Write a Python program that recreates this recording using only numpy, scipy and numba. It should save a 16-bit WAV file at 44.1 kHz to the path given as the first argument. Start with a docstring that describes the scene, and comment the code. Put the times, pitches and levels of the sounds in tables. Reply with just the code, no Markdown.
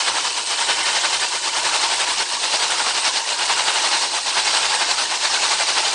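"""A throbbing roar: drilling mud and gas blast out of a hole in an open field.
Slugs of mud shoot through about eleven times a second; each swells the roar, deepens the hollow note of
the hole, and crackles and gurgles as it tears apart. About once a second the jet chokes and the throb
slows. Fine spray hisses on between the slugs, drops spatter down and the heaviest slugs thump softly.
Behind it all, gas whistles at the lip over the jet's faint low rumble, which eases at each choke."""
import sys
import numpy as np
from scipy import signal
from scipy.io import wavfile
from numba import njit

SR = 44100
rng = np.random.default_rng(int(sys.argv[2]) if len(sys.argv) > 2 else 0)


def store_wav(level_fs):
    """Save 16-bit WAV to argv[1]."""
    pcm = np.round(np.clip(np.atleast_2d(level_fs), -1, 1) * 32767)
    wavfile.write(sys.argv[1], SR, pcm.T.astype(np.int16))


N = 261949

# Tone of the jet's turbulence at the usual flow: f/Hz, relative level/dB
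JET_SPECTRUM = [(40, -26), (170, -19), (240, -16.5), (340, -3), (500, -4.5), (700, 0.5), (1100, -2.5),
                (2000, -0.7), (3300, 0), (4300, 3.5), (5400, 1), (7200, -3.5), (8700, 0.5), (10000, -16)]
# The roar pumps hard with the slugs, the fine spray less: f/Hz, swing/(dB per dB of flow)
JET_SWING = [(120, 1.2), (300, 0.66), (650, 1.25), (1400, 1.73), (2000, 1.24), (3000, 1.0), (4200, 0.78),
             (6000, 0.53), (9000, 0.61)]
# Peaks and dips with which the outlet colours the blast: f/Hz, width/Hz, gain/dB
OUTLET_COLOUR = [(767, 57, -1.5), (1330, 360, -1.5), (1510, 120, 2.5), (1997, 44, -5), (2280, 73, -2),
                 (2710, 100, 1.9), (2935, 180, 2), (3240, 290, -0.5), (4040, 450, 1.1)]
# The jet chokes, so slugs come slower and weaker: t/s, half length/s, rate lost/(slugs per s), dip/dB
JET_CHOKES = [(0.41, 0.17, 4.03, 5), (1.378, 0.18, 3.62, 4), (2.299, 0.178, 3.786, 5),
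              (3.249, 0.16, 4.34, 4), (4.180, 0.163, 4.088, 4.5), (5.123, 0.18, 3.67, 3)]
# Extra heavy slugs, mostly pent-up mud breaking free after a choke: t/s, extra flow/dB
HEAVY_SLUGS = [(0.706, 2.5), (0.967, 1.28), (1.044, 1.5), (1.655, 1.5), (2.207, 2.5), (2.550, 1.85),
               (3.074, 2.5), (3.513, 2.5), (4.383, 3), (5.256, 1.5), (5.782, 1.0)]
# Breathy gas whistle at the lip: t/s, f/Hz, base level/dB
LIP_WHISTLE = [(0, 3020, -36), (1.2, 3075, -34), (1.7, 3020, -40), (2.1, 2780, -41), (3.0, 2910, -39),
               (3.9, 2900, -39), (4.5, 2850, -47), (5.94, 2750, -44)]
# Bounce off the ground as the listener moves about: t/s, delay/ms, level/dB
GROUND_BOUNCE = [(0, 3.4, -9), (1.0, 3.06, -15), (2.6, 3.4, -20), (4.2, 3.34, -19), (4.6, 3.4, -12),
                 (5.1, 3.66, -20), (5.6, 3.12, -13), (5.94, 3.56, -19)]

SLUGS_PER_S, FIRST_SLUG_S = 11.604, -0.0033  # pulse of the open jet
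FLOW_DB, FLOW_GROWS_DB_PER_S = 1.0, 0.04  # mean strength of the open jet
RING_GROWS_DB_PER_S, RING_UNEVEN_DB = 0.27, 1.1  # how hard a slug rings the hole
SIZZLE_DB, SIZZLE_GROWS_DB_PER_S, SIZZLE_UNEVEN_DB = -1.05, 0.4447, 0.66  # the spray slowly sharpens
NOTE_HZ, NOTE_SINKS_HZ_PER_S = 949, 10.6  # hollow note of the hole


def jet(flow_db, sizzle_db, level_db=-23.5, eddy_db=1.18, patchy_db=1.95, sizzle_hz=4500):
    """The roar: bands of turbulence swell with the flow; eddies shake them together and one by one."""
    edges = np.concatenate([[35, 70, 110, 160], 220 * 2 ** (np.arange(35) / 6)])
    white = rng.standard_normal((2, N))
    shaken_db = flow_db + eddy_db * flutter(rate_hz=70)
    roar, steady = 0, 0
    for k, (low, high) in enumerate(zip(edges, edges[1:])):
        hz = np.sqrt(low * high)
        noise = from_db(at_hz(JET_SPECTRUM, hz)) * band(white[k % 2], low, high, order=3)
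        swing_db = at_hz(JET_SWING, hz) * shaken_db
        spray_db = sizzle_db * np.exp(-2 * np.log2(hz / sizzle_hz) ** 2)
        roar += noise * from_db(swing_db + spray_db + patchy_db * flutter(rate_hz=28))
        steady += noise
    return from_db(level_db) * roar / np.std(steady)


def surge():
    """The jet's rhythm: running slug count, driving pressure in dB, and how choked it is (0-1)."""
    per_s, choked = SLUGS_PER_S, 0
    pressure_db = FLOW_DB + FLOW_GROWS_DB_PER_S * seconds()
    for s, half_length_s, lost_per_s, dip_db in JET_CHOKES:
        choke = swell(s, half_length_s)
        per_s -= lost_per_s * choke
        pressure_db -= dip_db * choke
        choked += choke
    slugs = np.cumsum(per_s) / SR - FIRST_SLUG_S * SLUGS_PER_S
    return slugs, pressure_db, choked


def flow(slugs, pressure_db, choked, throb_db=2.5, sputter_db=1.0, uneven_db=0.31):
    """The throb, in dB: the jet swells and ebbs once a slug, and sputters more deeply when choked."""
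    depth_db = throb_db + sputter_db * choked
    return pressure_db + depth_db * np.cos(2 * np.pi * slugs) + uneven_db * per_slug(slugs)


def hole(flow_db, ring_db, level_db=-29.5, sag_per_db=0.0024):
    """Lumps of mud knock the mouth of the hole into a hollow note, which sinks as more mud loads it."""
    note_hz = (NOTE_HZ - NOTE_SINKS_HZ_PER_S * seconds()) * (1 - sag_per_db * flow_db)
    knocks = rms_one(band(clicks(per_s=1500, spread_db=2.0), 600, 1270))
    knocks *= from_db(flow_db + ring_db)
    return from_db(level_db) * rms_one(gliding_resonance(knocks, note_hz, width_hz=125))


def crackle(flow_db, level_db=-29.0):
    """Gas pockets burst out of the mud as small shocks, hardest inside a slug."""
    shocks = clicks(per_s=1200, spread_db=4.0) * from_db(flow_db)
    return from_db(level_db) * rms_one(band(shocks, 746, 4620))


def gurgle(flow_db, level_db=-29.5, base_per_s=650, decay_cycles=13, chirp=0.013, swing=0.25):
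    """Bubbles torn open in the froth ring briefly, rising a little in pitch; more flow tears more."""
    pops = clicks(base_per_s * from_db(flow_db) ** 2, spread_db=5.0) * from_db(swing * flow_db)
    froth = np.zeros(N)
    for i in np.flatnonzero(pops):
        hz = rng.uniform(1050, 5400)
        length = min(int(4 * decay_cycles * SR / hz), N - i)
        cycles = np.arange(length) * hz / SR
        age = cycles / decay_cycles
        froth[i:i + length] += pops[i] * np.exp(-age) * np.sin(2 * np.pi * cycles * (1 + chirp * age))
    return from_db(level_db) * rms_one(band(froth, 600, 9000))


def spatter(flow_db, level_db=-35.0, clump_db=3.5, swing=0.29):
    """Drops of mud rain back on the wet ground in clumps."""
    drops = clicks(per_s=1300, spread_db=4.5) * rng.choice([-1, 1], N)
    clumps = from_db(swing * flow_db + clump_db * flutter(rate_hz=25))
    return from_db(level_db) * rms_one(band(drops * clumps, 4000, 8000))


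def whistle(flow_db, swing=0.59):
    """Gas shearing past the lip sings a rough, narrow note."""
    hz, level_db = in_time(LIP_WHISTLE)
    breath = band(rng.standard_normal(N), 2300, 3600)
    return from_db(level_db + swing * flow_db) * rms_one(gliding_resonance(breath, hz, width_hz=80))


def thump(heavy_db, base_db=-60.5):
    """A heavy slug shoves the air with a soft, low puff that grows with its extra flow."""
    return from_db(base_db) * heavy_db * rms_one(band(rng.standard_normal(N), 70, 400))


def over_ground(blast):
    """A weak inverted bounce off the wet soil combs the hiss; the comb drifts as the listener moves."""
    delay_ms, echo_db = in_time(GROUND_BOUNCE)
    n = np.arange(N)
    bounce = np.interp(n - delay_ms * SR / 1000, n, band(blast, 1200, 5000, order=1))
    return blast - from_db(echo_db) * bounce


def jet_rumble(pressure_db, level_db=-60.5, swing=0.9, lumpy_db=2.5):
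    """The jet's faint, lumpy low rumble follows the pressure, easing at each choke."""
    rumble_db = level_db + swing * pressure_db + lumpy_db * flutter(rate_hz=6)
    return from_db(rumble_db) * rms_one(band(rng.standard_normal(N), 18, 135))


def from_db(db):
    """Decibels to gain."""
    return 10 ** (db / 20)


def rms_one(x):
    """Scale to rms 1."""
    return x / np.sqrt(np.mean(x ** 2) + 1e-20)


def seconds():
    """Time of every sample."""
    return np.arange(N) / SR


def swell(s, half_length_s):
    """Smooth hump of height 1 round time s."""
    return np.exp(-((seconds() - s) / half_length_s) ** 2)


def in_time(rows):
    """Turn timed breakpoints into one envelope per column."""
    s, *columns = np.transpose(rows)
    return [np.interp(seconds(), s, column) for column in columns]


def at_hz(rows, hz):
    """Read a spectrum on a log-frequency axis."""
    row_hz, values = np.transpose(rows)
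    return np.interp(np.log(hz), np.log(row_hz), values)


def per_slug(slugs, count=100):
    """A random value of spread 1 for each slug, blending into the next."""
    return np.interp(slugs, np.arange(count), rng.standard_normal(count))


def flutter(rate_hz):
    """Smooth random wobble of rms 1, mostly slower than rate_hz."""
    r = np.exp(-2 * np.pi * rate_hz / SR)
    wobble = signal.lfilter([1], [1, -2 * r, r * r], rng.standard_normal(N + SR // 2))
    return rms_one(wobble[SR // 2:])


def clicks(per_s, spread_db):
    """Random clicks, many small and a few large."""
    sizes = from_db(spread_db * np.minimum(rng.exponential(1, N), 3))
    return sizes * (rng.random(N) < per_s / SR)


def band(x, low_hz, high_hz, order=2):
    """Butterworth band-pass."""
    sos = signal.butter(order, [low_hz, high_hz], "band", fs=SR, output="sos")
    return signal.sosfilt(sos, x + 1e-18)


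def bell(x, hz, width_hz, gain_db):
    """Lift or cut a band round hz."""
    w, g = 2 * np.pi * hz / SR, from_db(gain_db / 2)
    a = np.sin(w) * width_hz / (2 * hz)
    middle = -2 * np.cos(w)
    return signal.lfilter([1 + a * g, middle, 1 - a * g], [1 + a / g, middle, 1 - a / g], x)


@njit
def gliding_resonance(x, hz, width_hz):
    """Two-pole resonance whose pitch follows hz."""
    poles = np.exp((2j * np.pi * hz - np.pi * width_hz) / SR)
    out, state = np.zeros(len(x)), 0j
    for i in range(len(x)):
        state = state * poles[i] + x[i]
        out[i] = state.real
    return out


def scene():
    """One flow drives the blast and the spatter, each slug with its own colour, over the jet's rumble."""
    slugs, pressure_db, choked = surge()
    heavy_db = sum(extra_db * swell(s, half_length_s=0.022) for s, extra_db in HEAVY_SLUGS)
    flow_db = flow(slugs, pressure_db, choked) + heavy_db
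    ring_db = RING_GROWS_DB_PER_S * seconds() + RING_UNEVEN_DB * per_slug(slugs)
    sizzle_db = SIZZLE_DB + SIZZLE_GROWS_DB_PER_S * seconds() + SIZZLE_UNEVEN_DB * per_slug(slugs)
    blast = jet(flow_db, sizzle_db) + hole(flow_db, ring_db) + whistle(flow_db)
    blast += crackle(flow_db) + gurgle(flow_db)
    for hz, width_hz, gain_db in OUTLET_COLOUR:
        blast = bell(blast, hz, width_hz, gain_db)
    return (over_ground(blast) + spatter(flow_db) + thump(heavy_db) + jet_rumble(pressure_db))[None]


def record(dry, cutoff_hz=10050):
    """A steep low-pass takes the air off the top."""
    return signal.sosfilt(signal.ellip(12, .1, 90, cutoff_hz, fs=SR, output="sos"), dry)


dry = scene()
out = record(dry)
store_wav(out)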